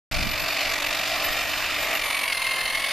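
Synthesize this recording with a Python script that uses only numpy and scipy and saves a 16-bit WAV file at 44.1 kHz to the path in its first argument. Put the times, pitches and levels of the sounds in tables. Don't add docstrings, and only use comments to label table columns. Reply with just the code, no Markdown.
import sys
import numpy as np
from scipy import signal
from scipy.fft import rfft, irfft, next_fast_len
from scipy.io import wavfile
from scipy.ndimage import uniform_filter1d, map_coordinates

SR = 44100
rng = np.random.default_rng(int(sys.argv[2]) if len(sys.argv) > 2 else 0)


def how_loud(loudness_db):
    steps = np.asarray(loudness_db, float) / 20
    return 10 ** steps


def waveform_to_disk(signal):
    frames = np.transpose(np.atleast_2d(signal))
    scaled = np.clip(frames, -1, 1) * 32767
    samples = np.round(scaled).astype(np.int16)
    wavfile.write(sys.argv[1], SR, samples)


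N = 128772

# (time [s], shaft speed [turns/s])
SHAFT_SPEED = [(0.0, 290.3), (0.35, 296.7), (0.53, 297.7), (0.67, 291.1), (0.69, 288.0), (0.9, 297.9),
               (1.4, 298.5), (1.8, 300.6), (2.0, 297.4), (2.1, 284.4), (2.27, 284.9), (2.35, 261.2),
               (2.5, 266.4), (2.6, 261.6), (2.7, 263.5), (2.85, 276.8), (2.92, 276.3)]


def unit(x):
    return x / np.sqrt(np.mean(x ** 2) + 1e-20)


def along(points, hz, column=1):
    p = np.transpose(points)
    return np.interp(np.log(hz + 1), np.log(p[0] + 1), p[column])


def curves(rows):
    s, *columns = np.transpose(rows)
    return [np.interp(np.arange(N) / SR, s, column) for column in columns]


def wobble(rate):
    knots = rng.standard_normal(int(N * 80 / SR) + 4)
    return map_coordinates(knots, [np.arange(N) * rate / SR])


def filtered(x, response):
    m = next_fast_len(N + SR // 4)
    return irfft(rfft(x, m) * response(np.fft.rfftfreq(m, 1 / SR)), m)[..., :N]


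def wind():
    # (time [s], level [dB], upper part over deep part [dB])
    gusts = [(.12, -34, -8.5), (.2, -32.5, 0.5), (.27, -32, 3.5), (.34, -44.5, -5), (.4, -46, -11),
             (.435, -39, -1), (.48, -48, -15), (.75, -48.5, -16), (1.2, -47.5, -6.5), (1.45, -46, -10),
             (1.85, -49.5, -12), (2.0, -52.5, -20.5), (2.35, -55.5, 1), (2.6, -53, -5), (2.92, -54.5, -1)]
    # (frequency [Hz], density [dB per Hz])
    buffet = [(12, -51), (20, 4.5), (52, -8), (99, -10), (135, -10.5), (260, -30), (340, -54), (570, -120)]
    # (frequency [Hz], density [dB per Hz])
    gust_top = [(20, -5.5), (60, -6), (120, -4.5), (250, -9.5), (370, -26), (800, -35)]
    shared_air, left_db = 0.27, -.5

    def turbulence(colour):
        air = rng.standard_normal((2, N)) + shared_air * rng.standard_normal(N)
        return unit(filtered(air, lambda hz: how_loud(along(colour, hz))))

    level_db, top_db = curves(gusts)
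    deep, top = turbulence(buffet), turbulence(gust_top)
    blend = (deep + how_loud(top_db) * top) / np.sqrt(1 + how_loud(2 * top_db))
    lumps = unit(how_loud(2.5 * np.array([wobble(17), wobble(14)])))
    return how_loud(level_db + 5 + left_db * np.array([[1], [-1]])) * lumps * blend


def strokes(turns, raised, depth_db):
    strokes_per_turn, lead_low, lead_raised = .16, .13, .05
    flat_top, dwell, skew = 2.2, .25, .3
    back_low_db, back_raised_db = 1.6, -1.7
    lead = lead_low + (lead_raised - lead_low) * raised
    at = strokes_per_turn * turns + lead + .03 * wobble(24.65)
    phase = 2 * np.pi * at
    swing = np.tanh(flat_top * (dwell + np.cos(phase + skew * np.cos(phase))))
    back_db = back_low_db + (back_raised_db - back_low_db) * raised
    scatter_db = .8 * wobble(45.2)
    return depth_db * (swing - .5) - back_db * np.cos(np.pi * at) + scatter_db


def clatter(stroke_db):
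    # (frequency [Hz], share following the stroke [0-1])
    stroked = [(200, .1), (700, .25), (1200, .45), (2500, .85), (4500, .97), (7000, .75), (12000, .6)]
    hits_per_s, spread_db, hit_share, hit_s = 3500, 3, .35, .0004
    struck = rng.random((2, N)) < hits_per_s / SR
    hits = struck * how_loud(spread_db * rng.standard_normal((2, N)))
    power = signal.lfilter([1], [1, -np.exp(-1 / (hit_s * SR))], hits ** 2)
    envelope = np.sqrt(hit_share * power / power.mean() + 1 - hit_share)
    contacts = rng.standard_normal((2, N)) * envelope
    gate = how_loud(stroke_db)
    gate = gate / np.sqrt(uniform_filter1d(gate ** 2, size=8000))
    pulsing = filtered(contacts * gate, lambda hz: np.sqrt(along(stroked, hz)))
    steady = filtered(rng.standard_normal((2, N)), lambda hz: np.sqrt(1 - along(stroked, hz)))
    return pulsing + steady


def patchy(x, depth_db):
    z = signal.stft(x, nperseg=1024)[2]
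    field = uniform_filter1d(rng.standard_normal(z.shape[1:]), size=4, axis=0)
    field = uniform_filter1d(field, size=14, axis=1)
    return signal.istft(z * how_loud(depth_db * unit(field)), nperseg=1024)[1][:, :N]


def heard(pair, body, rings, ports):
    def housing(hz):
        db = along(body, hz)
        for centre, width, ring_db in rings:
            db = db + ring_db / (1 + (2 * (hz - centre) / width) ** 2)
        angle = np.arccos(along(ports, hz)) / 2
        return how_loud(db) * np.array([np.cos(angle), np.sin(angle)])

    def port_split(hz):
        treble = 1 / (1 + (2500 / (hz + 1)) ** 4)
        level = how_loud(treble * along(ports, hz, column=3) / 2)
        left = level * np.exp(.5j * treble * along(ports, hz, column=2))
        return np.array([left, 1 / left])

    mid, side = filtered(pair, housing)
    return unit(filtered(np.array([mid + side, mid - side]), port_split))


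def whine(turns, raised, stroke_db):
    # (shaft order, low [dB], raised [dB], follows the stroke [dB per dB], blur [radians])
    orders = [
        (1, -46.5, -58.5, 0.3, 0.45),
        (2, -52, -50.5, 0.1, 0.54),
        (4, -49, -43.5, .6, 0.67),
        (7.95, -40.5, -30, 0.87, .1),
        (10, -45, -52, 0, 0.47),
        (12, -46, -48, 0, 0.85),
        (16, -35, -40.5, 1.5, 0.76),
        (40.2, -40.5, -48, 0.35, 0.47),
    ]
    free_speed, loaded_speed = 292, 266
    load = np.clip((free_speed - curves(SHAFT_SPEED)[0]) / (free_speed - loaded_speed), 0, 1)
    out = np.zeros((2, N))
    for order, low_db, high_db, follow, blur in orders:
        wander_db = (1 + (order / 20) ** 3 / 2) * wobble(28)
        db = low_db + (high_db - low_db) * raised + follow * stroke_db + wander_db
        if order == 16:
            db += 1.8 * order * (load - 1)
        lead = -2.22 * (order / 40) ** 4 * (1 - .6 * raised)
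        jitter = (blur + .07 * max(order - 7, 0) * load) * wobble(70)
        phase = 2 * np.pi * round(order) * turns + jitter + np.array([[.5], [-.5]]) * lead
        out += np.sqrt(2) * how_loud(db) * np.sin(phase)
    return out


def trimmer():
    # (time [s], height [0 low in the bush - 1 raised])
    pose = [
        (0, 0.15),
        (1.96, 0.22),
        (2.05, 0.76),
        (2.35, 0.94),
        (2.92, 0.81),
    ]
    # (time [s], level [dB], stroke depth [dB], blades clear of the leaves [dB])
    effort = [(.12, -29, 5.5, 2), (.3, -30, 5, 2.5), (.5, -27.5, 4.5, 3.5), (.66, -27, 3, 3.5),
              (.8, -26.5, 9, -3), (1.1, -27, 2, 2), (1.4, -27.5, 3, -1.5), (1.7, -28, 1.5, 0.5),
              (1.95, -25.5, 4, -3.5), (2.01, -29, 7.5, 1), (2.05, -26, 3.5, -3), (2.3, -28, 6.5, 0),
              (2.45, -27.5, 3.5, -1), (2.7, -27.5, 3.5, -1), (2.92, -27, 4.5, 1.5)]
    # (frequency [Hz], density [dB per Hz])
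    low_body, high_body = [(120, -21), (200, -11.5), (504, -10.5), (646, -0.5), (956, -8.5), (2320, -2),
                           (10500, -16.5), (14000, -16)], [(120, -52), (200, -24.5), (1100, -8.5), (1490, -13), (2130, -2.5),
                                        (7650, -24.5), (9300, -17.5), (14000, -21)]
    # (frequency [Hz], width [Hz], height [dB])
    low_rings = [(641, 260, 6.6), (1233, 460, 7.4), (1930, 230, 6.2), (2390, 650, 4.2), (2630, 390, 4.5),
                 (3710, 50, 6.9), (4660, 1650, 6.1), (5100, 300, 2.6), (2960, 120, 1.6), (7130, 600, 4.2)]
    high_rings = [(652, 48, 8.2), (1076, 150, 5.7), (1700, 250, 3.5), (2674, 110, 6), (3024, 72, 6.8),
                  (3730, 170, 4), (4480, 800, 8), (6830, 640, 5.5), (9450, 580, 8.4)]
    # (frequency [Hz], likeness [0-1], left leads [radians], left over right [dB])
    low_ports = [(530, 0.99, -2, 0), (1680, 1, 0.5, -1.5), (3900, 0.92, 0.1, -1), (5050, .72, -0.2, -2),
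                 (7250, 0.35, 0.9, -2.5), (9300, 0.39, -3.5, -2.5), (11600, 0.61, -2, 11),
                 (13800, .2, 1.5, -0.5)]
    high_ports = [(500, .975, 0, 0), (1500, .998, 0, 0), (4000, .945, 0, -.5), (6300, .6, 0, -1),
                  (7700, .35, -3, 1), (8800, .7, -.3, 1.5), (10500, .7, 0, 2), (13500, .4, -.8, 1.5)]
    blade_hz, blade_width_hz = 4700, 2000
    turns = np.cumsum(curves(SHAFT_SPEED)[0]) / SR
    raised = curves(pose)[0]
    level_db, depth_db, clear_db = curves(effort)
    stroke_db = strokes(turns, raised, depth_db)
    pair = patchy(clatter(stroke_db), 1.6)
    blades = filtered(pair, lambda hz: np.exp(-(2 * (hz - blade_hz) / blade_width_hz) ** 2))
    pair = pair + (how_loud(clear_db) - 1) * blades
    low = heard(pair, low_body, low_rings, low_ports)
    high = heard(pair, high_body, high_rings, high_ports)
    noise = (1 - raised) * low + raised * how_loud(-1) * high
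    return how_loud(level_db + 1.5) * noise + whine(turns, raised, stroke_db)


def scene():
    return trimmer() + wind()


def top_cut(x):
    return signal.sosfilt(signal.butter(12, 14770, fs=SR, output="sos"), x)


def record(dry):
    ceiling, low_hz, top_hz, open_s = .3, 12, 14300, .1122
    x = dry / (1 + np.abs(dry / ceiling) ** 4) ** .25
    x = filtered(x, lambda hz: (hz < top_hz) * (hz > low_hz))
    opening = np.clip((np.arange(N) / SR - open_s) / .0004, 0, 1)
    return top_cut(x * opening)


dry = scene()
out = record(dry)
waveform_to_disk(out)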